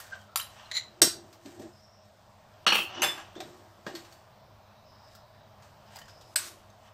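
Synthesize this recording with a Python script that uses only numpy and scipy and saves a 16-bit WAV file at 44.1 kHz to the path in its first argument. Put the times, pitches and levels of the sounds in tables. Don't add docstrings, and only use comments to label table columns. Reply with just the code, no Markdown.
import sys
import numpy as np
from scipy import signal
from scipy.io import wavfile
from scipy.ndimage import uniform_filter1d

SR = 44100
rng = np.random.default_rng(int(sys.argv[2]) if len(sys.argv) > 2 else 0)


def to_linear_factor(level_db):
    exponent = np.asarray(level_db, float) / 20
    return 10 ** exponent


def generate_wav(signal):
    frames = np.transpose(np.atleast_2d(signal))
    scaled = np.clip(frames, -1, 1) * 32767
    pcm = np.round(scaled).astype(np.int16)
    wavfile.write(sys.argv[1], SR, pcm)


N = 305613


def evened(x):
    return x / np.sqrt(np.mean(x ** 2) + 1e-20)


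def read(points, hz):
    f, value = np.transpose(points)
    return np.interp(np.log(hz + 1), np.log(f + 1), value)


def add(mix, s, sound):
    part = mix[max(round(s * SR), 0):][:len(sound)]
    part += sound[:len(part)]


def colour(x, points, tilt_db=0):
    hz = abs(np.fft.fftfreq(2048, 1 / SR))
    gain_db = read(points, hz) + tilt_db * np.log2(hz / 3000 + .03)
    log_gain = np.log(to_linear_factor(np.maximum(gain_db, -100)))
    taps = np.fft.ifft(np.exp(np.conj(signal.hilbert(log_gain)))).real[:1024]
    return signal.oaconvolve(x, taps)[:len(x)]


def resonate(x, hz, width_hz):
    turn = np.exp(2j * np.pi * np.cumsum(hz * np.ones(len(x))) / SR)
    r = np.exp(-np.pi * width_hz / SR)
    return 2 * (turn * signal.lfilter([1 - r], [1, -r], x / turn)).real


def knocks(events, body, ring_db, damping, rise_s, blur_hz, ping_db):
    out, t = np.zeros(N), np.arange(SR // 4) / SR
    rattle_colour, modes = body
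    hz, db, t60 = np.transpose(modes)[:, :, None]
    for s, peak_db, tilt_db, rattle_t60, contact_hz in events:
        noise, place = rng.standard_normal(len(t)), rng.standard_normal(hz.shape)
        chatter = noise * to_linear_factor(-60 * t / np.clip(rattle_t60, .005, .3))
        rattle = colour(chatter, rattle_colour, tilt_db)
        ping = resonate(resonate(chatter * to_linear_factor(-60 * t / .06), contact_hz, 310), contact_hz, 310)

        strength_db = db + 0.62 * place + tilt_db * np.log2(hz / 3000)
        slip = np.cumsum(rng.standard_normal((len(hz), len(t))), 1) * np.sqrt(2 * np.pi * blur_hz / SR)
        decay = to_linear_factor(strength_db - 60 * t / (damping * np.minimum(t60, .45)))
        swings = decay * np.sin(2 * np.pi * hz * t + slip)
        blow = (t == 0) + 0.024 * chatter * to_linear_factor(-60 * t / .04)
        ring = signal.fftconvolve(blow, swings.sum(0))[:len(t)]

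        parts = zip((rattle, ping, ring), (0, ping_db, ring_db))
        sound = sum(to_linear_factor(part_db) * part / part[:500].std() for part, part_db in parts)
        onset = np.sin(np.minimum(t / rise_s, np.pi / 2)) ** 2
        add(out, s - .0004, to_linear_factor(peak_db - 12.0) * sound * onset / sound[:500].std())
    return out


def pushes(rows):
    t = np.arange(0, N + 50, 50) / SR
    s, db, build_s, release_s = np.transpose(rows)[:, :, None]
    away = np.maximum((s - t) / np.maximum(build_s, .002), (t - s) / np.maximum(release_s, .002))
    gain = np.sqrt((to_linear_factor(db - 20 * away) ** 2).sum(0))
    return uniform_filter1d(np.interp(np.arange(N) / SR, t, gain), size=300)


def drag(rows, spectrum, uneven_db):
    unevenness = evened(uniform_filter1d(rng.standard_normal(N), 200))
    slips = rng.standard_normal(N) * to_linear_factor(uneven_db * unevenness)
    return pushes(rows) * evened(colour(slips, spectrum))


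def ringing(modes, width_hz, valley_db):
    f = np.arange(300, 16000, 20.)
    hz, db, _ = np.transpose(modes)[:, :, None]
    peaks = (to_linear_factor(db) / (1 + (2 * (f - hz) / width_hz) ** 2)) ** 2
    return np.transpose([f, 10 * np.log10(peaks.sum(0) + to_linear_factor(valley_db) ** 2)])


def rub(strokes, width_hz, edge_s):
    t, gain, hz = np.arange(N) / SR, np.zeros(N), np.zeros(N)
    for s, length, db, stroke_hz in strokes:
        gain += to_linear_factor(db) * np.clip(np.minimum(t - s, s + length - t) / edge_s + .5, 0, 1)
        hz[t >= s - edge_s / 2] = stroke_hz
    skips = uniform_filter1d(uniform_filter1d(rng.standard_normal(N), size=900), size=900)
    gain *= to_linear_factor(1.8 * evened(skips))
    return gain * evened(resonate(resonate(rng.standard_normal(N), hz, width_hz), hz, width_hz))


# frequency_hz, density_db_per_hz
WASH = [(25, -17.5), (70, -12.5), (102, -2), (150, -12.5), (310, -22.5), (480, -17), (610, -9.5),
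        (1100, -13.5), (2100, -26.5), (5200, -28.5), (7000, -38.5), (10000, -44), (15400, -37),
        (15900, -73.5)]
# time_s, level_db
WASH_DB = [(0, -58), (1.2, -60), (2.0, -63), (2.6, -58), (3.498, -57.5), (4.4, -58.5), (6.0, -57.5),
           (6.93, -59.5)]
# frequency_hz, width_hz, level_db
HUM = [(98.1, 7.2, -64.5), (206.3, 5.4, -70), (628.2, 42, -65.5)]


def background():
    frames, hz = N // 512 + 5, np.fft.rfftfreq(2048, 1 / SR)
    a, b, patches = rng.standard_normal((frames, len(hz), 3)).T
    patches = evened(uniform_filter1d(uniform_filter1d(patches, 20, 0), 8, 1))
    spectra = (a + 1j * b) * to_linear_factor(read(WASH, hz)[:, None] + 1.5 * patches)
    wash = evened(signal.istft(spectra, nperseg=2048, noverlap=1536)[1][:N])
    hum = sum(to_linear_factor(db) * evened(resonate(rng.standard_normal(N), f, width)) for f, width, db in HUM)
    s, level_db = np.transpose(WASH_DB)
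    return to_linear_factor(0.5 + np.interp(np.arange(N) / SR, s, level_db)) * wash + hum


# rattle (frequency_hz, density_db_per_hz), then modes (frequency_hz, level_db, t60_s).
JAR = ([(290, -34), (500, -20), (1000, -11), (1450, 1), (2040, -5.5), (4090, -5.5), (5970, -6),
        (10200, -6.5), (10800, -29), (13400, 2), (16000, -32)], [(1200, -12, 0.028), (4640, 6, 0.086),
        (6800, 1, 0.055), (7330, 6, 0.09), (8590, 3, 0.14), (10320, 1, 0.27), (11700, -1.5, 0.24),
        (12200, -5, 0.14), (13600, 1, 0.22)])
# start_s, peak_db, tilt_db_per_octave, rattle_t60_s, contact_hz
JAR_KNOCKS = [
    (0.001, -33, 1, .05, 1510),
    (0.358, -10, -0.5, 0.016, 1350),
    (0.364, -27, -4, .03, 4400),
    (0.372, -19.5, 1.5, 0.025, 5000),
]
JAR_SETTLES = [
    (0.396, -19, -1.1, 0.042, 3050),
    (0.41, -27.5, 0, 0.098, 3980),
    (0.425, -40, -1, 0.046, 1200),
]


def jar_knocks():
    struck = knocks(JAR_KNOCKS, JAR, ring_db=-3.0, damping=0.5, rise_s=0.0012, blur_hz=38, ping_db=-5.5)
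    settling = knocks(JAR_SETTLES, JAR, ring_db=-7.0, damping=0.51, rise_s=0.0026, blur_hz=40, ping_db=1.8)
    return struck + settling


# peak_s, level_db, build_20db_s, release_20db_s
SQUELCH = [(0.001, -45.5, -1.5, 0.2), (.122, -55, -3, 0.2), (.5, -55.5, -0.05, 0.5), (1.33, -62, 1, -3),
           (1.464, -52.5, 0.1, 0.44), (1.618, -51.5, -0.14, 0.1), (2.036, -67, -1, 1.2),
           (3.22, -59.5, -1, -2.8), (3.42, -55, -1, 0.4), (3.5, -65.5, 4, 1), (3.87, -55, -0.35, 0.1),
           (3.95, -52, 0.17, 0.27), (4.12, -58, 0.06, 0.2), (5.14, -59.5, 0.18, -0.25),
           (5.63, -66, 0.1, 0.5), (5.96, -54, 0.11, 0.04), (6.22, -66, 1, 1), (6.698, -71.5, 0.5, 1.2),
           (6.88, -61.5, 0.2, -0.5)]
# frequency_hz, density_db_per_hz
PASTE = [(470, -30.5), (800, -13.5), (1050, -12.5), (1850, -3.5), (2070, -10.5), (8340, -11), (9690, -25.5),
         (12300, -18.5), (16000, -26)]


def squelch():
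    size = to_linear_factor(0.8 * np.minimum(rng.exponential(1, N), 5))
    happens = rng.random(N) < 5000 / SR
    pops = size * happens * rng.standard_normal(N)
    return to_linear_factor(-5.5) * pushes(SQUELCH) * evened(colour(pops, PASTE))


# start_s, length_s, level_db, resonance_hz
SINGING = [(0.05, 0.038, -59, 1490), (0.125, 0.012, -41.5, 1530), (0.2, 0.027, -67, 3270),
           (0.285, 0.069, -59, 1343), (0.652, 0.019, -56.5, 4120), (2.885, 0.034, -57, 2970),
           (2.93, 0.078, -48, 2930), (3.352, 0.08, -58.5, 3540)]


def edge_singing():
    return rub(SINGING, width_hz=130, edge_s=.02)


# peak_s, level_db, build_20db_s, release_20db_s
DRAG = [(.112, -44, -0.43, -0.02), (.134, -46, -0.88, 0.05), (.44, -58.5, 0, 0.5),
        (.565, -52.5, -0.02, 0.48), (2.84, -48, 0.21, -0.04), (2.976, -42.5, 0.19, 0.29),
        (3.12, -49.5, 0, 0.32), (3.185, -61.5, 0.3, -0.3), (3.212, -48, 0.23, 0.03),
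        (5.988, -53, 0.18, -0.56), (6.89, -57, 0.1, 0)]
# frequency_hz, density_db_per_hz
DRAG_COLOUR = [(300, -25.5), (700, 3.5), (1100, 1), (1600, -2.5), (2200, -9.5), (2900, -1.5), (4000, -12),
               (6000, -12.5), (8000, -32.5), (16000, -46)]


def counter_drag():
    return drag(DRAG, DRAG_COLOUR, uneven_db=1.8)


MESH = ([(290, -51), (500, 5.5), (1840, 2), (2360, -2), (4340, -1), (8330, -11.5), (9630, -26),
         (12300, -17.5), (16000, -27)], [(5000, -9, 0.05), (5100, -10, 0.078), (6930, -4, 0.11)])
# start_s, peak_db, tilt_db_per_octave, rattle_t60_s, contact_hz
TICKS = [(0.125, -38, -2, 0.023, 1570), (0.213, -49, 5, 0.067, 3120), (1.327, -42.5, 5.5, 0.11, 796),
         (1.458, -38, 2.8, 0.038, 695), (1.595, -42, 7, 0.082, 813), (3.353, -41, 1.5, 0.92, 3260),
         (3.403, -27, 0.7, 0.068, 716), (3.864, -29.5, 0, 0.15, 1730), (3.95, -29.5, 3.5, 0.16, 4350),
         (4.046, -42.5, 1.5, 0.2, 694), (4.123, -41.5, 7, 0.068, 4500), (5.149, -41.5, 9, 0.07, 1400),
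         (5.622, -45, 2, 0.26, 1145), (5.958, -33, 4, 0.033, 900), (5.965, -35.5, 9, 0.028, 4960),
         (5.987, -36, 7, 0.043, 1830), (6.015, -38.5, 0.3, 0.033, 2980), (6.017, -39.5, 0, .03, 1700),
         (6.056, -48, 3, .03, 7000), (6.081, -41, 2.5, 0.2, 1610), (6.21, -43, 4, 0.067, 1030),
         (6.434, -42.5, -3.2, 0.052, 4050), (6.7, -50, 4, 0.036, 6340)]


def mesh_ticks():
    return knocks(TICKS, MESH, ring_db=-19.0, damping=0.51, rise_s=0.00147, blur_hz=80, ping_db=-3.0)


SPOON = ([(290, -63), (500, -28.5), (1980, -11.5), (2430, -16.5), (3490, -10.5), (3980, -6), (5470, -20),
          (7100, -14.5), (9630, -34), (10700, -28), (15100, -41), (16000, -89)], [(2050, -6, 0.03),
          (3990, 0, 0.091), (4160, -4.5, 0.055), (6020, -11.5, 0.046), (6950, -14, 0.14), (7200, -10, 0.14),
          (10500, -22.5, .08), (12000, -23, 0.055)])
# start_s, peak_db, tilt_db_per_octave, rattle_t60_s, contact_hz
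SPOON_TOUCH = [
    (0.7139, -23.5, -1.5, 0.035, 1964),
    (0.717, -25.5, 0, .03, 4120),
]
SPOON_SLIPS = [(0.729, -29.5, -1, .03, 4156), (0.743, -31, -1.5, 0.05, 2050),
               (0.749, -24.5, -.5, .03, 4200), (0.7555, -19.5, -1.3, 0.03, 4106),
               (0.7665, -13, -0.4, 0.02, 3990), (0.772, -15, -0.6, 0.025, 3905),
               (0.779, -20, -.5, 0.025, 4000), (0.787, -26.5, 0.91, .025, 7110),
               (0.797, -30.5, -1, .025, 4100), (0.809, -31.5, -1, .03, 3988), (0.833, -34.5, 0, .03, 3958),
               (0.88, -47, 0, .03, 3992)]
# peak_s, level_db, build_20db_s, release_20db_s
SPOON_SLIDE = [
    (.746, -40.5, .01, .03),
    (.758, -31.5, .03, .015),
    (.768, -28.5, .015, .015),
    (.778, -31.5, .02, .04),
]


def spoon_slips():
    touch = knocks(SPOON_TOUCH, SPOON, ring_db=-1.5, damping=0.55, rise_s=0.0008, blur_hz=60, ping_db=-1.5)
    slips = knocks(SPOON_SLIPS, SPOON, ring_db=3.1, damping=0.24, rise_s=0.0025, blur_hz=70, ping_db=1.7)
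    slide = drag(SPOON_SLIDE, ringing(SPOON[1], width_hz=280, valley_db=-45), uneven_db=2.5)
    return touch + slips + slide


RIM = ([(200, -31), (380, -12), (550, -21), (1000, -14), (1570, -9), (2200, -17), (3200, -11), (4600, -5.5),
        (5600, -5), (8300, -6.5), (9500, -13.5), (13000, -15), (15000, -17), (16000, -37)],
        [ (4150, -6, 0.11), (4630, -6, 0.22), (5600, -3.5, .3), (6800, -7.5, 0.13), (7400, -8, .12),
        (8400, -6, .06), (8800, -6.5, .12), (10260, -13, .15), (12500, -7, 0.14)])
# start_s, peak_db, tilt_db_per_octave, rattle_t60_s, contact_hz
RIM_KNOCKS = [
    (1.018, 0, 0.7, 0.054, 8055),
    (1.029, -11, .7, .05, 5494),
]


def rim_knocks():
    return knocks(RIM_KNOCKS, RIM, ring_db=-9.5, damping=0.53, rise_s=0.00036, blur_hz=110, ping_db=-3.7)


# start_s, level_db, pitch_hz, t60_s
FOOT_KNOCKS = [(1.018, -29, 371, 0.096), (1.452, -38, 281, 0.18), (1.597, -45.5, 281.3, 0.18),
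               (2.667, -37.5, 199, 0.17), (2.722, -40.5, 203.5, 0.19), (2.765, -41.5, 204, 0.16),
               (3.405, -37, 765, .1), (3.866, -41.5, 165, 0.09), (3.868, -39, 422, .08),
               (3.939, -33, 335, 0.11)]


def foot():
    out, t = np.zeros(N), np.arange(SR // 4) / SR
    for s, db, hz, t60 in FOOT_KNOCKS:
        decay = to_linear_factor(db - 60 * t / t60) * np.minimum(t / .006, 1)
        add(out, s, decay * np.sin(2 * np.pi * hz * t))
    return out


# peak_s, level_db, build_20db_s, release_20db_s
ROCKING = [(1.02, -21, -0.33, 0.0435), (1.075, -17, -0.05, -0.07), (1.17, -50, 0.36, 0.23),
           (1.465, -45, -0.02, 0.06), (1.605, -43, 0.03, 0.03), (1.66, -44, 0.22, 0.06),
           (2.67, -42, -0.2, 0.25), (2.85, -48, 0.18, -1), (3.004, -38, 0.06, 0.18),
           (3.36, -43.5, -0.42, 0.3), (3.41, -36, -0.06, -0.05), (3.87, -42.5, -0.13, 0.18),
           (3.956, -53, -0.12, 0.19), (6.48, -58.5, 0.35, 0.24)]
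# frequency_hz, width_hz, level_db
BELLY = [(165, 60.2, -10), (232, 73, -5), (265.4, 50.6, -4.5), (320, 70, -1), (341.5, 50, 0.5),
         (422, 59, -17.5), (626, 77, -4), (772, 86, -9)]


def rocking():
    slips = rng.standard_normal(N)
    belly = sum(to_linear_factor(db) * evened(resonate(resonate(slips, hz, width), hz, width)) for hz, width, db in BELLY)
    pressed = belly / np.sqrt(uniform_filter1d(belly ** 2, 1200))
    return pushes(ROCKING) * pressed


# start_s, length_s, level_db, resonance_hz
UPPER_RUB = [(1.72, 0.12, -62, 5160), (1.82, 0.23, -63.5, 5380), (2.93, 0.13, -54, 5840),
             (4.86, 0.34, -63.5, 5100), (5.85, 0.3, -69.5, 5030), (6.08, 0.23, -63, 5100)]
LOWER_RUB = [
    (2.945, 0.057, -53.5, 3620),
    (4.62, 0.85, -72.5, 3900),
]


def wire_rubs():
    return rub(UPPER_RUB, width_hz=570, edge_s=0.037) + rub(LOWER_RUB, width_hz=350, edge_s=0.02)


BOWL = ([(120, -44), (190, -18), (800, -8), (1400, -5.5), (2420, -5.5), (2860, 1.5), (3620, -7),
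         (4270, -7.5), (4950, -19), (5630, -4.5), (6880, -25.5), (8000, -17.5), (9600, -37), (14100, -39),
         (16000, -64)], [ (1020, -8, .12), (1335, -15, 0.16), (1674, 0, 0.15), (2120, -14.5, 0.16),
         (2592, -5, 0.18), (2880, 5, 0.49), (2980, -12, 0.28), (3120, -2, 0.27), (3385, 1, 0.22),
         (3690, -2, 0.2), (4060, -10.5, 0.16), (4350, 5.5, 0.43), (5620, -3, 0.16), (5900, -16, .2)])
REBOUND = ([(120, -45), (190, -16), (450, -10), (1250, -4.5), (2200, -12.5), (2800, 2), (3500, -13),
            (4300, -17), (4950, -28.5), (5700, -16), (6900, -43.5), (9000, -48), (16000, -70)],
            [ (1178, -5.5, 0.18), (1310, -10, 0.254), (1540, -14, 0.11), (2020, -11, 0.155),
            (2606, 3.5, 0.21), (2750, -1, 0.5), (2690, -4, 0.2), (2730, -7, 0.25), (2940, -7, .35),
            (3120, 0, 0.23), (3130, -6.5, 0.16), (3250, -3.5, 0.25), (4500, -15.5, 0.16), (5480, -16, 0.14)])
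# start_s, peak_db, tilt_db_per_octave, rattle_t60_s, contact_hz
BOWL_KNOCKS = [
    (2.6655, -6, -0.78, 0.082, 1250),
    (2.673, -10.5, 0.24, 0.069, 4250),
    (2.68, -15.5, 0.38, 0.12, 2900),
    (2.688, -14, -0.14, 0.065, 4150),
    (2.702, -16.5, -1.4, 0.067, 1630),
]
BOWL_REBOUNDS = [(2.72, -5, 0, 0.066, 2970), (2.73, -16, 0.38, 0.087, 3120),
                 (2.743, -10.5, 0.29, 0.025, 2730), (2.751, -9.5, 0.27, 0.084, 2870),
                 (2.763, -21, -0.34, 0.047, 2698), (2.777, -17.5, 1, 0.039, 4350),
                 (2.785, -16.5, -1, 0.054, 2750), (2.8, -24, -1, 0.043, 2710),
                 (2.826, -45, -1, 0.034, 2820), (2.852, -37, -1.1, .03, 2750)]
# peak_s, level_db, build_20db_s, release_20db_s
BOWL_SLIDE = [
    (2.728, -27, 0.0046, 0.024),
    (2.757, -26, .03, 0.02),
    (2.785, -32, .03, 0.051),
    (2.835, -39.5, 0.046, 0.042),
]
BOWL_NUDGE = [
    (3.8655, -24.5, -8.5, 0.03, 1070),
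]


def bowl_knocks():
    struck = knocks(BOWL_KNOCKS, BOWL, ring_db=-5.5, damping=0.83, rise_s=0.00071, blur_hz=45, ping_db=-7.0)
    rebounds = knocks(BOWL_REBOUNDS, REBOUND, ring_db=-1.14, damping=0.54, rise_s=0.0031, blur_hz=43.7,
                      ping_db=-15.0)
    slide = drag(BOWL_SLIDE, ringing(REBOUND[1], width_hz=90, valley_db=-21), uneven_db=2.7)
    nudge = knocks(BOWL_NUDGE, BOWL, ring_db=-13.0, damping=1.0, rise_s=0.0011, blur_hz=46, ping_db=-10.5)
    return struck + rebounds + slide + nudge


STEEL = ([(3000, -38), (8000, -14), (13000, -17), (16000, -43)], [(7950, 3, .1), (8880, -1, 0.254),
          (10250, 1.5, 0.33), (11200, -15, 0.24), (13800, 2.5, .32)])
# start_s, peak_db, tilt_db_per_octave, rattle_t60_s, contact_hz
STEEL_PINGS = [
    (2.666, -29.5, 0, 0.018, 7950),
    (2.721, -54.5, 0.0031, 0.018, 8800),
]


def steel_pings():
    return knocks(STEEL_PINGS, STEEL, ring_db=8.9, damping=0.98, rise_s=.001, blur_hz=18.5, ping_db=-3.0)


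HANDLE = ([(120, -80), (200, -18), (340, -7.5), (867, -1), (2860, -5.5), (3690, -11), (7410, -20.5),
           (9600, -25.5), (12000, -16), (16000, -28)], [ (1610, -2, 0.14), (2870, -6, 0.08),
           (2586, -3, 0.1), (790, -2, .1), (2830, -5, 0.12), (3450, -35, 0.11), (4500, -13.5, 0.11),
           (6300, -15.5, 0.22), (6455, -30, 0.17), (7320, -14, 0.3), (7620, -11, 0.26), (8620, -15, 0.28),
           (10190, -13, 0.18), (11640, -10, 0.093), (12760, -24, 0.11)])
# start_s, peak_db, tilt_db_per_octave, rattle_t60_s, contact_hz
HANDLE_KNOCKS = [
    (3.018, -11, 1.5, 0.11, 6200),
    (3.029, -9, 0.8, 0.12, 2850),
    (3.043, -21, -2.5, 0.18, 1540),
    (3.057, -19.5, 1.5, 0.28, 2570),
    (3.176, -30, -1.5, 0.043, 1610),
    (3.188, -33.5, -1.5, 0.027, 1060),
]


def handle_knocks():
    return knocks(HANDLE_KNOCKS, HANDLE, ring_db=-1.7, damping=0.93, rise_s=0.0024, blur_hz=25, ping_db=-3.0)


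SHANK = (HANDLE[0], [(3505, 2, 0.2), (5160, -9, 0.23), (7650, -24, 0.27)])
# start_s, peak_db, tilt_db_per_octave, rattle_t60_s, contact_hz
HANDLE_PINGS = [
    (3.036, -14, 0.00032, .05, 3500),
    (3.082, -18.5, 0, .05, 3500),
]


def shank_pings():
    return knocks(HANDLE_PINGS, SHANK, ring_db=21.0, damping=1.0, rise_s=.004, blur_hz=2.3, ping_db=-19.0)


TAPPED_RIM = ([(290, -77), (500, -46), (613, -15), (1250, -23), (1690, -9), (3290, -11.5), (4530, -5),
               (6420, -16.5), (8330, -10), (14200, -17.5), (16000, -29)], [(4710, -10, 0.094),
               (7770, -3, 0.16), (8100, -3, .1), (8400, -3, 0.13), (10030, -9.5, 0.079)])
# start_s, peak_db, tilt_db_per_octave, rattle_t60_s, contact_hz
RIM_TAPS = [
    (6.3575, -7.5, 0.78, 0.0489, 1660),
    (6.374, -40, 0.89, 0.025, 1670),
]
# peak_s, level_db, build_20db_s, release_20db_s
RIM_SLIDE = [
    (6.385, -40, -0.0153, 0.1145),
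    (6.44, -50, 0, 0.15),
    (6.484, -45, 0.15, 0.02),
]
# frequency_hz, density_db_per_hz
RIM_SLIDE_COLOUR = [(500, -31), (1100, -3.5), (2500, -7.5), (4200, -5.5), (6800, -5), (9500, -10),
                    (14500, -12.5), (15600, -39)]


def rim_taps():
    taps = knocks(RIM_TAPS, TAPPED_RIM, ring_db=-2.5, damping=0.72, rise_s=0.0026, blur_hz=110, ping_db=-6.5)
    return taps + drag(RIM_SLIDE, RIM_SLIDE_COLOUR, uneven_db=0.5)


# frequency_hz, t60_s
KITCHEN = [(200, .25), (600, 0.22), (1500, 0.29), (4000, 0.28), (10000, .22)]


def kitchen(x):
    taps = np.zeros(SR // 2)
    at = np.arange(150, len(taps) - 20, 15)
    taps[at + rng.integers(0, 15, len(at))] = rng.choice([-1., 1.], len(at))
    hz, t, z = signal.stft(taps, SR, nperseg=256)
    tail = signal.istft(z * to_linear_factor(-60 * t / read(KITCHEN, hz)[:, None]), SR, nperseg=256)[1]
    return signal.fftconvolve(x, tail / np.linalg.norm(tail))[:N]


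def scene():
    small = squelch() + edge_singing() + counter_drag() + mesh_ticks() + wire_rubs()
    sources = [(jar_knocks() + rim_taps(), -6.5),
               (small, -5.0),
               (spoon_slips(), -12.0),
               (rim_knocks(), -3.0),
               (bowl_knocks(), -7.0),
               (steel_pings() + shank_pings(), -10.0),
               (handle_knocks(), -5.5)]
    sounds, room_db = zip(*sources)
    parts = signal.lfilter(*signal.butter(2, 130, "high", fs=SR), np.array(sounds))
    thuds = foot() + rocking()
    room = kitchen(to_linear_factor(room_db) @ parts + to_linear_factor(-23.5) * thuds)
    return (parts.sum(0) + thuds + room + background())[None]


# frequency_hz, depth_under_loudest_band_db
MASKING = [(190, 74), (270, 27), (420, 37), (560, 70.5), (5000, 70), (7500, 52), (9200, 38.5),
           (11500, 36.5), (13000, 44), (15200, 41.5), (15700, 30), (16500, 26)]


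def band_limit(x):
    return signal.sosfilt(signal.butter(12, 16480, fs=SR, output="sos"), x)


def record(dry):
    hz, t, z = signal.stft(dry[0], SR, nperseg=1024, noverlap=768)
    power = uniform_filter1d(uniform_filter1d(abs(z) ** 2, size=5, axis=0), size=3, axis=1)
    level_db = 10 * np.log10(power + 1e-20)
    over_db = level_db - level_db[hz > 300].max(0) + read(MASKING, hz)[:, None]
    kept = signal.istft(z * np.clip(over_db / 5.9, 0, 1), SR, nperseg=1024, noverlap=768)[1][:N]

    power_db = 10 * np.log10(abs(uniform_filter1d(kept ** 2, size=100)) + 1e-12)
    blocks = np.pad(power_db, (759, -(N + 759) % 1024), "edge").reshape(-1, 1024)[:, ::-1]
    coming_db = np.maximum.accumulate(blocks, 1)[:, ::-1].ravel()[759:N + 759]
    bass = signal.sosfiltfilt(signal.butter(4, 1100, fs=SR, output="sos"), kept)
    loss_db = np.clip(3.0 * (coming_db - power_db - 24), 0, 40)
    kept = bass + (kept - bass) * to_linear_factor(-loss_db)

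    capped = signal.oaconvolve(np.clip(kept, -.86, .86), signal.firwin(255, 16450, fs=SR), "same")
    return band_limit(capped[None])


dry = scene()
out = record(dry)
generate_wav(out)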